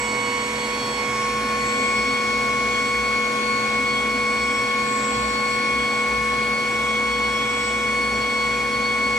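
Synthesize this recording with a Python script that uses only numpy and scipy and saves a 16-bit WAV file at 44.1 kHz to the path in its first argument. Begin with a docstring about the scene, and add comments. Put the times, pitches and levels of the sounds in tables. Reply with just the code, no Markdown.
"""Under the glass lid of a desktop laser cutter at work, heard by a hand-held phone that settles above it.
Air rushes through the case as shaped noise and rings its low modes; low hums waver beneath.
A steady blower sounds a stack of sines, and a five-blade fan whines at a wandering speed.
Echoes in the case strengthen or cancel each tone as speed and position change, unlike at the two ports;
tables give the resulting levels and phases."""
import sys
import numpy as np
from scipy import signal
from scipy.fft import rfft, irfft, next_fast_len
from scipy.io import wavfile
from scipy.ndimage import uniform_filter1d, map_coordinates

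SR = 44100
rng = np.random.default_rng(int(sys.argv[2]) if len(sys.argv) > 2 else 0)


def master(y):
    """Save y as 16-bit WAV."""
    cut = np.clip(np.atleast_2d(y).T, -1, 1)
    pcm = np.round(cut * 32767)  # scale
    wavfile.write(sys.argv[1], SR, pcm.astype(np.int16))


N = 404838

# Tone levels are rms dB averaged over the ports, before any waver; a level gap is left minus right.

# The phone's way. Each row: time in seconds, position from 0 (start) to 1 (rest).
PHONE_WAY = [(0, 0.027), (.3, .01), (.6, .11), (1, .3), (1.5, 0.82), (2.1, 0.98), (9.18, 1)]

# Rush shared by both ports. Each row: frequency in Hz, density in dB per Hz before AIR_FLOW.
AIR_SHARED = [(25, -103), (45, -80), (90, -77.5), (300, -65), (750, -66), (1100, -68.5), (1300, -70),
              (1800, -69), (2050, -69), (2350, -65), (2700, -73.5), (4000, -75.5), (6200, -78.5),
              (9000, -84.5), (12000, -92.5), (12600, -101), (14000, -100), (16000, -102)]
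# Rush of opposite sign at the ports. Each row: frequency in Hz, density in dB per Hz before AIR_FLOW.
AIR_OPPOSED = [(40, -120), (200, -88), (550, -71.5), (900, -72), (1400, -74), (1850, -92), (2200, -75),
               (2700, -76), (3400, -80), (3900, -86), (5000, -85), (6000, -82), (9000, -88), (12000, -95.5),
               (12600, -103), (16000, -104)]
# Opposed rush that leads at the right port by a quarter cycle. Each row: frequency in Hz, power share 0 to 1.
AIR_QUARTER_SHARE = [(300, 0), (700, .25), (2500, .1), (5000, .15), (9000, .25), (15000, .2)]
# Changes of the rush. Each row: time in seconds, shared gain in dB, opposed gain in dB.
AIR_FLOW = [(0, 0, 0), (1, 0.5, 2), (2, 0.5, 2.5), (4, 0, 1.5), (6, 0, 1), (8, -0.5, 1.5), (9.18, -0.5, 1)]
# Air modes of the case. Each row: centre in Hz, width in Hz, peak density in dB per Hz before AIR_FLOW.
CASE_MODES = [(56, 11.9, -64), (118.7, 27, -63), (137, 13.4, -61.5), (210, 11.5, -60.5),
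              (256.2, 19.3, -54.5), (275, 10, -60.5), (321, 24, -67), (380, 9.9, -77)]

# Wavering low tones. Each row: mean frequency in Hz, level in dB, left lead in radians.
LOW_HUMS = [(408.4, -54.5, .2), (557, -55.5, 0.78)]
# Swells of the deepest hum. Each row: time in seconds, level in dB.
DEEP_SWELLS = [(0.0, -51), (2.48, -45), (3.76, -51), (4.12, -42), (4.32, -57), (4.42, -44), (4.96, -55),
               (5.24, -40), (5.6, -52), (5.8, -40), (6.03, -55), (6.11, -40), (6.59, -53), (6.85, -46.5),
               (9.15, -44), (9.18, -47)]
DEEP_HZ = 58.3  # mean frequency

# Blower tones. Each row: multiple of the blower rate; at the start, level in dB, level gap in dB, left lead
# in radians, phase against the rest field in radians; at rest, level in dB at time 0, level gap in dB,
# left lead in radians, drift in dB per second.
BLOWER_TONES = [(1, -33.5, 1.7, -0.5, -0.25, -32.5, -.7, 0.34, -0.09),
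                (2, -36, -6.8, -.8, 1.5, -44, 6, -3, -0.16),
                (3, -46, -3, -2.1, 0.8, -38, -0.5, -.15, -0.23), (4, -47, 0, 0.4, .1, -57, 0, -2, -.1),
                (5, -62, -1, -.3, -0.5, -39.5, -3, -0.5, -0.66),
                (6, -42.5, -5.6, .5, 2.5, -53.5, .3, -1, .1), (7, -56, -2, -1, -1.5, -56.5, -5, -.4, .3),
                (8, -61, 0, 0, .1, -64, 0, 0, .1)]
# Each entry: the power of the phone's position by which that blower tone changes (above 1 is later).
BLOWER_PACE = [1.01, 1.1, 1.01, .8, .3, 0.79, .9, .9]
BLOWER_HZ = 485.0

# Wandering fan speed. Each row: time in seconds, blade rate in Hz.
BLADE_RATE = [(0.0, 1104.6), (0.84, 1105.8), (1.36, 1097.9), (1.68, 1099.9), (2.12, 1104.1), (2.47, 1101.7),
              (2.99, 1104.3), (3.39, 1099.3), (3.63, 1100.6), (4.03, 1104.6), (4.23, 1103.5),
              (4.55, 1105.8), (4.87, 1098.3), (4.99, 1097.5), (5.27, 1097.9), (5.87, 1104.1),
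              (6.23, 1101.4), (6.51, 1102.3), (6.78, 1105.6), (7.22, 1104.9), (7.62, 1107.2),
              (8.06, 1104.1), (8.46, 1104.7), (8.74, 1103.6), (8.94, 1105.3), (9.18, 1102.7)]
# Blade tones with the phone on its way. Each row: time in seconds, then level in dB, level gap in dB and
# left lead in radians for each of multiples 1 to 4.
ECHOES_ON_WAY = [(0.0, -34, -1.8, -1.2, -28.5, -13.7, -0.5, -49.2, -0.6, 2.0, -41.5, 0.7, 0.1),
                 (0.28, -31, -2.6, -0.9, -27.5, -13.7, -1, -44.4, 3.4, 3.3, -39, -0.2, -0.4),
                 (0.48, -34.5, -5.0, -0.9, -31, -11.7, -2.5, -43.8, 4.8, 3.9, -42, -4.0, -1.2),
                 (0.68, -33.5, -6.3, -0.4, -28.5, -20, -2.0, -39, 2.8, 4.5, -39.5, -4.7, -0.2),
                 (0.84, -31, -4.4, -0.1, -32.6, -4.9, -3, -36, -2.7, 5.4, -36.5, -7.4, 0.1),
                 (1.04, -30.0, -3.4, -0.1, -29, -12.4, -2.2, -40.5, -3.1, 6.1, -38.3, -9.8, -0.49),
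                 (1.2, -26.5, -3.7, 0.0, -30, -3.4, 1, -48.0, 6.3, 3.7, -43.9, -4.1, -1.7),
                 (1.52, -26.5, -3.2, 0.54, -32, 4.3, 1.5, -43.4, -2.1, 2.5, -42, 1.4, -0.4),
                 (2.0, -28.5, -0.8, 0.94, -22.5, 2.9, 3, -45.8, 9, 3.8, -39, -7.2, 0.7)]
# Blade tones with the phone at rest. Each row: blade rate in Hz, then level in dB, level gap in dB and
# left lead in radians for each of multiples 1 to 4.
ECHOES_AT_REST = [(1097.5, -26.5, -3.96, 0.93, -30.5, 16.28, 1.2, -45, 7, 2.1, -45, -3.38, 3),
                  (1098.8, -27, -2.51, 0.94, -27.5, 12.36, 0.36, -41, 1.52, 3.19, -36.5, -6.67, 1.8),
                  (1100.7, -27, -1, 0.93, -26, 6.8, 0.35, -44, -0.0, 3.49, -38, -9.77, 1.57),
                  (1102.5, -27, -0.71, 0.95, -24.5, 3.6, 0.59, -44, 5.08, 4.05, -41.5, -4.21, 1.5),
                  (1103.5, -27.5, 0.7, 0.81, -25.5, 1.49, 0.74, -41, 8, 3.43, -39, -3.16, 0.7),
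                  (1104.8, -28.1, 2.0, 0.73, -24.5, 1.19, 0.65, -40.5, 7.5, 2.61, -40, -3.75, -0.2),
                  (1106.4, -28, 2.62, 0.58, -26.5, 0.05, 1.05, -38.9, 0.04, 1.96, -48.5, -2, 0.5),
                  (1107, -29.5, 3.25, 0.52, -27.5, 0.42, 1.3, -39.48, -8, 1.96, -43.44, 0.5, 2)]
# Brief drops. Each row: time in seconds, multiple of the blade rate, half width in seconds, depth in dB.
BLADE_DIPS = [(.88, 2, .07, 5), (1.12, 4, .07, 10), (2.53, 4, .06, 12), (4.55, 4, .04, 12),
              (6.25, 4, 0.12, 7), (6.85, 4, .08, 8), (7.8, 4, .06, 6)]
# High whine. Each row: time in seconds, then level in dB for each of multiples 5 to 7.
WHINE_LEVELS = [(0.0, -50, -44, -40), (1.16, -42, -47.8, -44.5), (1.44, -43, -48, -49.0),
                (1.8, -44.3, -46.6, -39.5), (2.39, -42.0, -48.0, -51.4), (2.67, -42.5, -44, -49),
                (2.99, -45.5, -55, -44.1), (3.39, -52.1, -44, -54.8), (3.55, -52.4, -48, -51.0),
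                (3.87, -47.1, -54.9, -47.4), (4.15, -50.8, -59, -52.6), (4.59, -42, -57.9, -44),
                (4.79, -55.9, -46.4, -54.2), (4.91, -49, -55.1, -41.2), (5.03, -46.5, -49.5, -39.9),
                (5.87, -48.6, -59.8, -51), (6.07, -50.3, -63.8, -49.9), (6.19, -54.3, -51.8, -51.3),
                (6.66, -46.6, -58.9, -49.1), (6.94, -48.4, -52.0, -46.0), (7.22, -50.6, -61.7, -53),
                (7.66, -40, -44, -40), (7.94, -49.7, -54, -49), (9.18, -53, -57.1, -51)]
# Weaker tones. Each row: level in dB at the start, at rest, slope in dB per Hz of blade rate, waver in dB.
WEAK_LEVELS = [(-60, -59.5, 0.6, 4), (-58.5, -68, .5, 6), (-38.5, -37, -0.3, 0.8), (-44, -53, 0.1, 1.1),
               (-46, -48.5, -1, 2)]
# Port gaps of the whine, then of the weaker tones. Each row: multiple of the blade rate, level gap in dB,
# left lead in radians; below multiple 1 the gaps are those at rest.
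OVERTONE_PORTS = [(5, 2, -1.2), (6, .3, -1.3), (7, 0, -1.3), (8, 0, -1.3), (9, 0, -1.4), (.2, .3, 0),
                  (.8, 7, 2), (1.6, 0, 0)]
# Top of the whine. Each row: multiple of the blade rate, level in dB.
FAINT_TOP = [(10, -66), (11, -71), (12, -78), (13, -79), (14, -79)]
# Tones of unlike blades. Each row: multiple of a turn, level in dB, level gap in dB, left lead in radians.
SHAFT_TONES = [(11.96, -56.5, 3, 0.5), (15.8, -61, 0, 0), (26.1, -59.5, 6, -1.2), (30.9, -61, 2, -1.4)]
# Turbulent wakes. Each row: multiple of the blade rate, noise gain in dB at rest, noise knots per second.
WAKES = [(1, -42.5, 60), (2, -45, 130), (3, -46, 100), (4, -48, 110), (5, -50.5, 120), (6, -57, 120),
         (7, -57.5, 100), (8, -60, 120)]
BLADES, USUAL_HZ = 5, 1103  # blades, and the blade rate about which the weaker tones vary in level
REST_S, EASE_S = 1.96, 0.22  # seconds: the rest echoes have taken over, time taken to do so
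WAKE_START_DB = -3  # the wakes where the phone starts, against at rest
# level waver in dB of blade multiples 1 to 4: fast at 28 knots a second, slow at 7
BLADE_WAVER = [(0.65, 0.45), (0.83, 0.6), (2.3, 2.1), (1.7, 1.4)]
TOP_HZ = 15714  # band limit of the phone


def amp(db):
    """Logarithmic levels: decibels become a linear gain."""
    return 10 ** (np.asarray(db) / 20)


def unit(x):
    """Normalisation of power: scales a signal to rms 1."""
    return x / np.sqrt(np.mean(x ** 2) + 1e-20)


def along(points, hz):
    """Spectral interpolation: (Hz, value) points joined along a logarithmic axis."""
    f, v = np.transpose(points)
    return np.interp(np.log(hz + 1), np.log(f + 1), v)


def curves(rows):
    """Linear interpolation in time: one curve for each column after the seconds."""
    s, *columns = np.transpose(rows)
    return [np.interp(np.arange(N) / SR, s, column) for column in columns]


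def wobble(rate):
    """Slow random modulation: normal random knots, rate of them a second, joined by lines."""
    knots = rng.standard_normal(int(N * rate / SR) + 4)
    return map_coordinates(knots, [np.arange(N) * rate / SR], order=1)


def filtered(x, response):
    """Linear filtering: the spectrum is multiplied by a response of frequency."""
    m = next_fast_len(N + 8192)
    return irfft(rfft(x, m) * response(np.fft.rfftfreq(m, 1 / SR)), m)[..., :N]


def angle(hz):
    """Phase as the running integral of frequency."""
    return np.cumsum(np.asarray(hz)) * 2 * np.pi / SR


def place():
    """Position of the listener along its way, 0 to 1."""
    return curves(PHONE_WAY)[0]


def ports(db, pan_db, lead):
    """Sound field at two points: complex gains of mean level db with a level gap and a phase gap."""
    left_power = amp(pan_db) ** 2 / (1 + amp(pan_db) ** 2)
    left = np.sqrt(left_power) * np.exp(0.5j * lead)
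    right = np.sqrt(1 - left_power) * np.exp(-0.5j * lead)
    pair = np.broadcast_arrays(left, right, db)[:2]
    return 2 * amp(db) * np.reshape(pair, (2, -1))


def tone(phase, db, pan_db, lead):
    """Simple harmonic motion: a sine received at two ports."""
    return (ports(db, pan_db, lead) * np.exp(1j * phase)).real


def moving(phase, start, turn, rest, pace):
    """Superposition: a sine's start field gives way to its rest field; where they oppose, it dips."""
    way = place() ** pace
    field = (1 - way) * ports(*start) * np.exp(1j * turn) + way * ports(*rest)
    return (field * np.exp(1j * phase)).real


def air_response(hz):
    """Resonance: the case's modes add their power to the spectrum of the shared rush."""
    modes = sum(amp(db) ** 2 / (1 + (2 * (hz - centre) / width) ** 4) for centre, width, db in CASE_MODES)
    shared = np.sqrt(amp(along(AIR_SHARED, hz)) ** 2 + modes)
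    return [shared, amp(along(AIR_OPPOSED, hz))]


def air():
    """Turbulent flow noise: broadband, in faint patches of time and frequency, partly opposed at the ports."""
    z = signal.stft(rng.standard_normal((2, N)), nperseg=512)[2]
    patches = uniform_filter1d(rng.standard_normal(z.shape[1:]), size=6, axis=0)
    patches = unit(uniform_filter1d(patches, size=14, axis=1))
    noise = signal.istft(z * amp(0.87 * patches), nperseg=512)[1][:, :N]
    noise = unit(noise) * np.sqrt(SR / 2)  # unit power per Hz
    # part of the opposed rush is the shared noise turned by a quarter cycle
    quarter = filtered(noise[0], lambda hz: -1j * np.sqrt(along(AIR_QUARTER_SHARE, hz)))
    separate = filtered(noise[1], lambda hz: np.sqrt(1 - along(AIR_QUARTER_SHARE, hz)))
    pair = np.array([noise[0], quarter + separate])
    shared, opposed = filtered(pair, air_response) * amp(curves(AIR_FLOW))
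    return np.array([shared + opposed, shared - opposed])


def hums():
    """Frequency and amplitude modulation: low tones waver in pitch and level; the deepest throbs most."""
    deep_db = curves(DEEP_SWELLS)[0] + 2.6 * wobble(9)
    out = tone(angle(DEEP_HZ + 2.51 * wobble(7)), deep_db, 0, 0)
    for hz, db, lead in LOW_HUMS:
        out = out + tone(angle(hz + 1.22 * wobble(3)), db + 4 * wobble(1.51), 0, lead)
    return out


def blower():
    """Harmonic series: a steady rotation sounds whole multiples, the higher ones fluttering more."""
    s = np.arange(N) / SR
    spin = angle(np.full(N, BLOWER_HZ)) + 0.032 * wobble(30)
    out = 0
    for (k, *start, turn, db, pan_db, lead, drift), pace in zip(BLOWER_TONES, BLOWER_PACE):
        flutter = amp(0.38 * k * wobble(20) + 0.1 * k * wobble(2.47))
        out = out + flutter * moving(k * spin, start, turn, (db + drift * s, pan_db, lead), pace)
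    return out


def blade_tones(blade, blade_hz):
    """Interference: echoes set the level and phase of blade multiples 1 to 4 by position and speed."""
    s = np.arange(N) / SR
    still = np.clip((s - REST_S) / EASE_S + 1, 0, 1)
    rates, *columns = np.transpose(ECHOES_AT_REST)
    heard = []
    for on_way, column in zip(curves(ECHOES_ON_WAY), columns):
        at_rest = np.interp(blade_hz, rates, column)
        heard.append(on_way + still * (at_rest - on_way))
    for dip_s, k, half, depth_db in BLADE_DIPS:
        heard[3 * round(k) - 3] -= depth_db * np.exp(-((s - dip_s) / half) ** 2)
    out = 0
    for i, (fast_db, slow_db) in enumerate(BLADE_WAVER):
        db, pan_db, lead = heard[3 * i:3 * i + 3]
        db = db + fast_db * wobble(28) + slow_db * wobble(7)
        out = out + tone((i + 1) * blade, db, pan_db, lead)
    return out


def overtones(blade, blade_hz):
    """Periodic pulses: higher multiples form the whine, and weaker tones lie at other multiples."""
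    levels = [db + 2.1 * wobble(6) for db in curves(WHINE_LEVELS)]
    for start_db, rest_db, slope, waver_db in WEAK_LEVELS:
        db = start_db + (rest_db - start_db) * place() + slope * (blade_hz - USUAL_HZ)
        levels.append(db + waver_db * wobble(3))
    out = 0
    for (k, pan_db, lead), db in zip(OVERTONE_PORTS, levels):
        facing = place() if k < 1 else 1  # the low tones start out alike at both ports
        lead = lead * facing + 0.04 * k * wobble(3)
        out = out + tone(k * blade, db + 0.3 * k * wobble(16), pan_db * facing, lead)
    for k, db in FAINT_TOP:
        out += tone(k * blade, db + 3 * wobble(3) + 2.5 * wobble(25), 0, -1.4)
    return out


def shaft_tones(blade):
    """Broken symmetry: unlike blades sound multiples of a whole turn."""
    return sum(tone(k * blade / BLADES, db + 3 * wobble(2.7), pan_db, lead)
               for k, db, pan_db, lead in SHAFT_TONES)


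def wakes(blade):
    """Narrow-band noise: turbulent wakes modulate each multiple, partly each port on its own."""
    out = 0
    for k, db, knots_per_s in WAKES:
        own = np.array([wobble(knots_per_s), wobble(knots_per_s)])
        noise = wobble(knots_per_s) * np.cos(k * blade) + 0.85 * own * np.sin(k * blade)
        out = out + amp(db + WAKE_START_DB * (1 - place())) * noise
    return out


def fan():
    """Blade passing: aligned multiples of one rate, their shared timing shaken by turbulence."""
    blade_hz, = curves(BLADE_RATE)
    blade = angle(blade_hz) + 0.051 * wobble(60)
    return blade_tones(blade, blade_hz) + overtones(blade, blade_hz) + shaft_tones(blade) + wakes(blade)


def scene():
    """Linear superposition: all sources add at the two ports."""
    return air() + hums() + blower() + fan()


def record(dry):
    """Band limitation: the phone keeps nothing above its band limit."""
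    return filtered(dry, lambda hz: hz < TOP_HZ)


dry = scene()
out = record(dry)
master(out)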